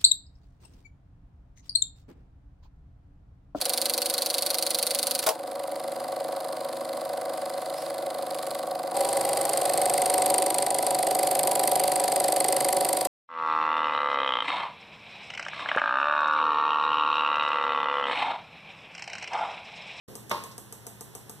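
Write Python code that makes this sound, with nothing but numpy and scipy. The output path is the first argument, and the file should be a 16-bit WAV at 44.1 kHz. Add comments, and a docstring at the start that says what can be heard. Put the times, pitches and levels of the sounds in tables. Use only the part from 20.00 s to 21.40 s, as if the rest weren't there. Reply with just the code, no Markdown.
"""A quiet room: a small relay switches seven times a second, a little to the left of the stereo microphone.
Each snap of the armature rings the contacts, rattles the case and nudges its mount; the room answers.
Once, nearby, a hard hollow object brushes, cracks and thuds down, and its body rings in beating modes.
A faint tick and a hollow tap follow. Snaps and rings are impulses and damped sines; rattle, cracks and
room tails are fading coloured noise. Behind lie a wavering low hum, room rumble and hiss."""
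import sys
import numpy as np
from scipy import signal
from scipy.fft import rfft, irfft, next_fast_len
from scipy.io import wavfile

SR = 44100
rng = np.random.default_rng(int(sys.argv[2]) if len(sys.argv) > 2 else 0)


def generate_wav(sig):
    """Save sig (samples, or channels by samples) to the path in sys.argv[1] as 16-bit PCM at SR."""
    pcm = np.round(np.clip(np.atleast_2d(sig).T, -1, 1) * 32767).astype(np.int16)
    wavfile.write(sys.argv[1], SR, pcm)


N = 61739
T = np.arange(N) / SR
START_S = 0.078  # the sound opens here
NEAR_CENTRE_LAG_S = .00008  # right side after left, for the knock and the tap


def from_db(db):
    """Decibels to amplitude gain."""
    return 10 ** (np.asarray(db) / 20)


def at_hz(points, size):
    """Read a spectrum table on the grid of a transform, along log frequency."""
    hz, value = np.transpose(points)
    grid_hz = np.arange(size // 2 + 1) * SR / size
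    return np.interp(np.log(grid_hz + 1), np.log(hz), value)


def colour(x, points):
    """Minimum-phase filter with the given spectrum, scaled to keep the power of white noise."""
    size = 2 * next_fast_len(N)
    gain = from_db(at_hz(points, size))
    cepstrum = irfft(np.log(gain / np.sqrt(np.mean(gain ** 2))))
    # folding the cepstrum makes the filter causal
    cepstrum[1:size // 2] *= 2
    cepstrum[size // 2 + 1:] = 0
    response = np.exp(rfft(cepstrum))
    return irfft(rfft(x, size) * response)[..., :N]


# likeness of left and right in diffuse sound: (f/Hz, correlation 0-1)
DIFFUSE_LIKENESS = [(30, 0), (100, 0), (350, 0.2), (700, 0.81), (1300, 0.21), (2000, 0.05)]


def diffuse():
    """White stereo noise arriving from all round: the two sides are most alike near 700 Hz."""
    size = 2 * next_fast_len(N // 2 + 1)
    alike = np.clip(at_hz(DIFFUSE_LIKENESS, size), -1, 1)
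    mid, side = rfft(rng.standard_normal((2, size)))
    mid = np.sqrt((1 + alike) / 2) * mid
    side = np.sqrt((1 - alike) / 2) * side
    return irfft(mid + side * [[1], [-1]])[:, :N]


def blows(times, dbs):
    """One impulse for each blow."""
    out = np.zeros(N)
    samples = np.clip((np.asarray(times) * SR).astype(int), 0, N - 1)
    np.add.at(out, samples, from_db(dbs))
    return out


def dying(hits, t60, hold=0):
    """Envelope that holds, then dies away after every impulse; overlapping powers add."""
    power = from_db(-60 * np.maximum(T - hold, 0) / t60) ** 2
    total = signal.fftconvolve(hits ** 2, power)[:N]
    return np.sqrt(np.maximum(total, 0))


def ring(hits, modes, sign=1, rise=1e-6):
    """Impulses excite damped sines; mode k is scaled by sign**k, and a soft blow takes time to rise."""
    body = np.zeros(N)
    for k, (hz, db, t60) in enumerate(modes):
        decay = from_db(db - 60 * T / t60)
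        body += sign ** k * decay * np.sin(2 * np.pi * hz * T)
    return signal.fftconvolve(hits, body * (1 - np.exp(-T / rise)))[:N]


def later(x, s):
    """Delay by whole samples."""
    return np.interp(np.arange(N) - np.round(s * SR), np.arange(N), x, left=0)


def place(x, lag, pan_db=0):
    """A source left of the microphone: left comes first, raised by pan_db; right is lowered by it."""
    return np.array([x * from_db(pan_db), later(x, lag) * from_db(-pan_db)])


# armature snaps: (t/s, relative snap level/dB, relative nudge level of the mount/dB)
ARMATURE_SNAPS = [(0.013, -11, -1.5), (0.1537, -2.5, -0.5), (0.2958, -4.5, -2), (.4382, -4, 1.5),
                  (0.5801, -3.5, 0), (0.725, -3.5, -1.5), (0.8673, -2, -0.5), (1.0089, -3, -0.5),
                  (1.1510, -3, 1), (1.2955, -4, 0.5)]
# ring of the contacts: (f/Hz, relative level/dB, t60/s)
CONTACT_RING = [(6230, -45.5, 0.054), (8430, -38.5, 0.0045), (10160, -34, 0.011), (13000, -37.5, 0.0087)]
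# colour of the snap: (f/Hz, relative level/dB)
SNAP_COLOUR = [(1500, -15), (3500, -21), (5000, 0), (6300, -14), (8300, 9), (10100, 0.5), (11000, -6),
               (14500, -7.5)]
# colour of the rattling case: (f/Hz, relative level/dB)
CASE_COLOUR = [(1200, -11), (2300, 6), (3800, -11.5), (5500, 1.5), (7500, 10.5), (11000, 1.5), (14000, -11)]
# ring of the mount: (f/Hz, relative level/dB, t60/s)
MOUNT_RING = [(457, -40.5, 0.027), (720, -49, 0.036), (897, -51.5, 0.03), (1187, -52, 0.036),
              (1850, -70, 0.054)]
# colour of the room's answer to a click: (f/Hz, relative level/dB)
CLICK_ROOM_COLOUR = [(400, 6), (900, 9.5), (1400, -2.5), (4800, -8.5), (6300, 0), (7200, 2.5), (8400, 7),
                     (9100, -2), (10000, 5.5), (10800, -1), (13300, 2), (15000, -19)]
SNAP_DB, BOUNCE_S, BOUNCE_DB = -18, .0005, -2  # the bounce time varies by up to 30 %
RATTLE_DB, RATTLE_HOLD_S, RATTLE_T60_S = -42.5, .007, .012
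MOUNT_DELAY_S, REBOUND_S, REBOUND_DB = 0.00094, 0.004318, -1.5
CLICK_TAIL_DB, CLICK_TAIL_T60_S, CLICK_TAIL_DELAY_S = -45, 0.35, .009
RELAY_LAG_S, RELAY_PAN_DB = .00032, 3.2
MOUNT_LAG_S, MOUNT_PAN_DB = .00008, 2


def relay():
    """A snap bounces once and rings the contacts, rattles the case, nudges the mount twice, then the room."""
    s, snap_db, nudge_db = np.transpose(ARMATURE_SNAPS)
    hits = blows(s, snap_db)
    bounces = blows(s + BOUNCE_S * rng.uniform(.7, 1.3, len(s)), snap_db + BOUNCE_DB)
    snap = from_db(SNAP_DB) * colour(hits + bounces, SNAP_COLOUR)
    contacts = ring(hits, CONTACT_RING)

    rattle_noise = dying(hits, RATTLE_T60_S, RATTLE_HOLD_S) * diffuse()
    rattle = from_db(RATTLE_DB) * colour(rattle_noise, CASE_COLOUR)

    nudges = blows(s + MOUNT_DELAY_S, nudge_db)
    rebounds = from_db(REBOUND_DB) * later(nudges, REBOUND_S)
    mount = ring(nudges + rebounds, MOUNT_RING)

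    tail_noise = dying(later(hits, CLICK_TAIL_DELAY_S), CLICK_TAIL_T60_S) * diffuse()
    room = from_db(CLICK_TAIL_DB) * colour(tail_noise, CLICK_ROOM_COLOUR)

    direct = place(snap + contacts, RELAY_LAG_S, RELAY_PAN_DB)
    return direct + rattle + place(mount, MOUNT_LAG_S, MOUNT_PAN_DB) + room


# the hollow object lands and chatters: (t/s, relative level/dB)
LANDINGS = [(.3112, -5), (.3133, 1), (.3153, 0), (.3173, -2), (.3202, -5)]
# colour of the brush against the surface: (f/Hz, relative level/dB)
BRUSH_COLOUR = [(100, -19), (500, 5), (1200, -13), (2200, 18), (6200, -1), (14000, -26)]
# colour of the cracks: (f/Hz, relative level/dB)
CRACK_COLOUR = [(50, -30), (130, -15), (210, -4), (320, -2), (590, 6), (750, -3), (1100, 1), (1500, -2),
                (2400, -3), (3500, -6), (4700, -10), (6100, -11), (7400, -22), (9000, -20), (14000, -23)]
# thud of the surface: (f/Hz, level/dB before each mode gains 1.32 times more than the last, t60/s)
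SURFACE_THUD = [(194, -39.5, .08), (344, -38.5, 0.05), (590, -27.5, 0.04), (1080, -27, 0.024),
                (1436, -34, 0.011), (2187, -37, 0.028)]
# ring of the hollow body: (f/Hz, relative level/dB, t60/s)
HOLLOW_RING = [(190, -48, .25), (350, -46, .25), (533, -41, .3), (591, -34.5, .25), (842, -37, .25),
               (925, -27, .22), (965, -39, .4), (1008, -39, .4), (1052, -36.5, .38), (1082, -33.5, .54),
               (1130, -42, .36), (1201, -43.5, .36), (1357, -46, .25), (1411, -47, .33), (1642, -48, .22),
               (2156, -48, .15)]
# colour of the room's answer to the knock: (f/Hz, relative level/dB)
KNOCK_ROOM_COLOUR = [(50, -10), (120, -5.5), (200, -1), (600, 0), (720, -6), (1000, 6.5), (1500, -6),
                     (2400, -5), (3400, -9), (4700, -8.5), (6100, -16.5), (7400, -16.5), (9000, -19.5),
                     (14000, -22)]
BRUSH_S, BRUSH_DB = 0.0083, -41.5  # it brushes the surface for this long just before landing
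CRACK_DB, CRACK_T60_S = -23.5, .014
SETTLE_S, KNOCK_RISE_S, KNOCK_RING_DB = .3236, .0006, -1.8  # it drops flat and its hollow body rings
KNOCK_TAIL_DB, KNOCK_TAIL_T60_S, KNOCK_TAIL_DELAY_S = -34, 0.61, 0.0043


def knock():
    """A brush, a quick chatter of cracks and a thud; then the hollow body rings, its close modes beating."""
    s, crack_db = np.transpose(LANDINGS)
    brush_noise = dying(blows(s[:1] - BRUSH_S, 0), CRACK_T60_S, BRUSH_S) * diffuse()
    brush = from_db(BRUSH_DB) * colour(brush_noise, BRUSH_COLOUR)

    crack_noise = dying(blows(s, crack_db), CRACK_T60_S) * diffuse()
    crack = from_db(CRACK_DB) * colour(crack_noise, CRACK_COLOUR)

    # the second landing thuds; its modes alternate in sign
    thud = ring(blows(s[1:2], 0), SURFACE_THUD, sign=-1.32)
    body = ring(blows([SETTLE_S], KNOCK_RING_DB), HOLLOW_RING, rise=KNOCK_RISE_S)

    landing = blows(s[:1], 0)
    tail_noise = dying(later(landing, KNOCK_TAIL_DELAY_S), KNOCK_TAIL_T60_S) * diffuse()
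    room = from_db(KNOCK_TAIL_DB) * colour(tail_noise, KNOCK_ROOM_COLOUR)
    return place(thud + body, NEAR_CENTRE_LAG_S) + crack + brush + room


# ring of the faint hollow tap: (f/Hz, relative level/dB, t60/s)
TAP_RING = [(683, -47, 0.18)]
TAP_S = .86  # just before one of the clicks


def tap():
    """One faint, hollow tap: an impulse rings a single damped mode."""
    return place(ring(blows([TAP_S], 0), TAP_RING), NEAR_CENTRE_LAG_S)


# colour of the faint tick: (f/Hz, relative level/dB)
TICK_COLOUR = [(1000, -31), (3500, -4), (5700, 3), (8000, -6), (14000, -11)]
TICK_S, TICK_DB, TICK_T60_S = .513, -51, 0.13


def tick():
    """One faint tick after the knock: bright diffuse noise that dies away."""
    noise = dying(blows([TICK_S], 0), TICK_T60_S) * diffuse()
    return from_db(TICK_DB) * colour(noise, TICK_COLOUR)


# colour of the steady room noise: (f/Hz, relative level/dB)
ROOM_NOISE = [(25, -22), (40, -13), (65, -1.5), (85, -3.5), (120, 2.5), (170, 0.5), (260, -7), (420, -3.5),
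              (600, -12.5), (1000, -12), (1350, -17), (1800, -15.5), (4500, -22), (10000, -22.5),
              (14000, -29)]
# colour of the early rumble: (f/Hz, relative level/dB)
EARLY_RUMBLE = [(30, -39), (70, -7), (200, -3.5), (480, 2.5), (700, -11.5), (2000, -24)]
# hum partials: (f/Hz, relative level/dB)
HUM_PARTIALS = [(117, -57.5), (142, -69), (209, -64.5)]
FLOOR_DB, RUMBLE_DB, RUMBLE_T60_S = -51.5, -47, 0.95
HUM_WAVER = .25  # share of the steady amplitude


def background():
    """Coloured noise for rumble and hiss, the rumble stronger at first, under a wavering hum."""
    out = from_db(FLOOR_DB) * colour(diffuse(), ROOM_NOISE)
    rumble_noise = dying(blows([START_S], 0), RUMBLE_T60_S) * diffuse()
    out = out + from_db(RUMBLE_DB) * colour(rumble_noise, EARLY_RUMBLE)
    for hz, db in HUM_PARTIALS:
        # slow random drift of strength and phase
        waver = signal.resample(rng.standard_normal((2, 24)), N, axis=1)
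        drift = 1 + HUM_WAVER * (waver[0] + 1j * waver[1])
        tone = np.real(drift * np.exp(2j * np.pi * hz * T))
        out = out + from_db(db) * np.sqrt(2) * tone
    return out


def scene():
    """Relay, knock, tap, tick and room together."""
    return relay() + knock() + tap() + tick() + background()


# each side is fed, late and inverted, to the other: (f/Hz, share 0-1)
WIDENING = [(500, 0), (1200, .45), (2200, .97), (4800, .96), (7000, .45), (14000, .25)]
# right microphone port against the left: (f/Hz, level/dB)
RIGHT_PORT_COLOUR = [(1000, 0.1), (4500, 2.55), (8000, 2.5), (10000, 4.5), (13000, 7)]
CROSSFEED_S = .000422
LOW_CUT_HZ, TOP_HZ, CUTOFF_HZ = 55, 14270, 15455


def record(dry):
    """The recorder widens the image, hollowing the middle; right is brighter, and the extremes are cut."""
    size = 2 * next_fast_len(N)
    ports, share = rfft(dry, size), at_hz(WIDENING, size)
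    late = np.exp(-2j * np.pi * np.arange(size // 2 + 1) * SR / size * CROSSFEED_S)
    left, right = (ports - share * late * ports[::-1]) / np.sqrt(1 + share ** 2)
    right = right * from_db(at_hz(RIGHT_PORT_COLOUR, size))
    x = irfft(np.array([left, right]))[:, :N]
    x = signal.sosfilt(signal.butter(2, LOW_CUT_HZ, "high", fs=SR, output="sos"), x)
    # silence first, then a 6.9 ms fade in
    x = x * np.clip((T - START_S) / 0.0069, 0, 1)
    x = signal.sosfilt(signal.ellip(8, .3, 35, TOP_HZ, fs=SR, output="sos"), x)
    return signal.sosfilt(signal.cheby2(12, 50, CUTOFF_HZ, fs=SR, output="sos"), x)


dry = scene()
out = record(dry)
generate_wav(out)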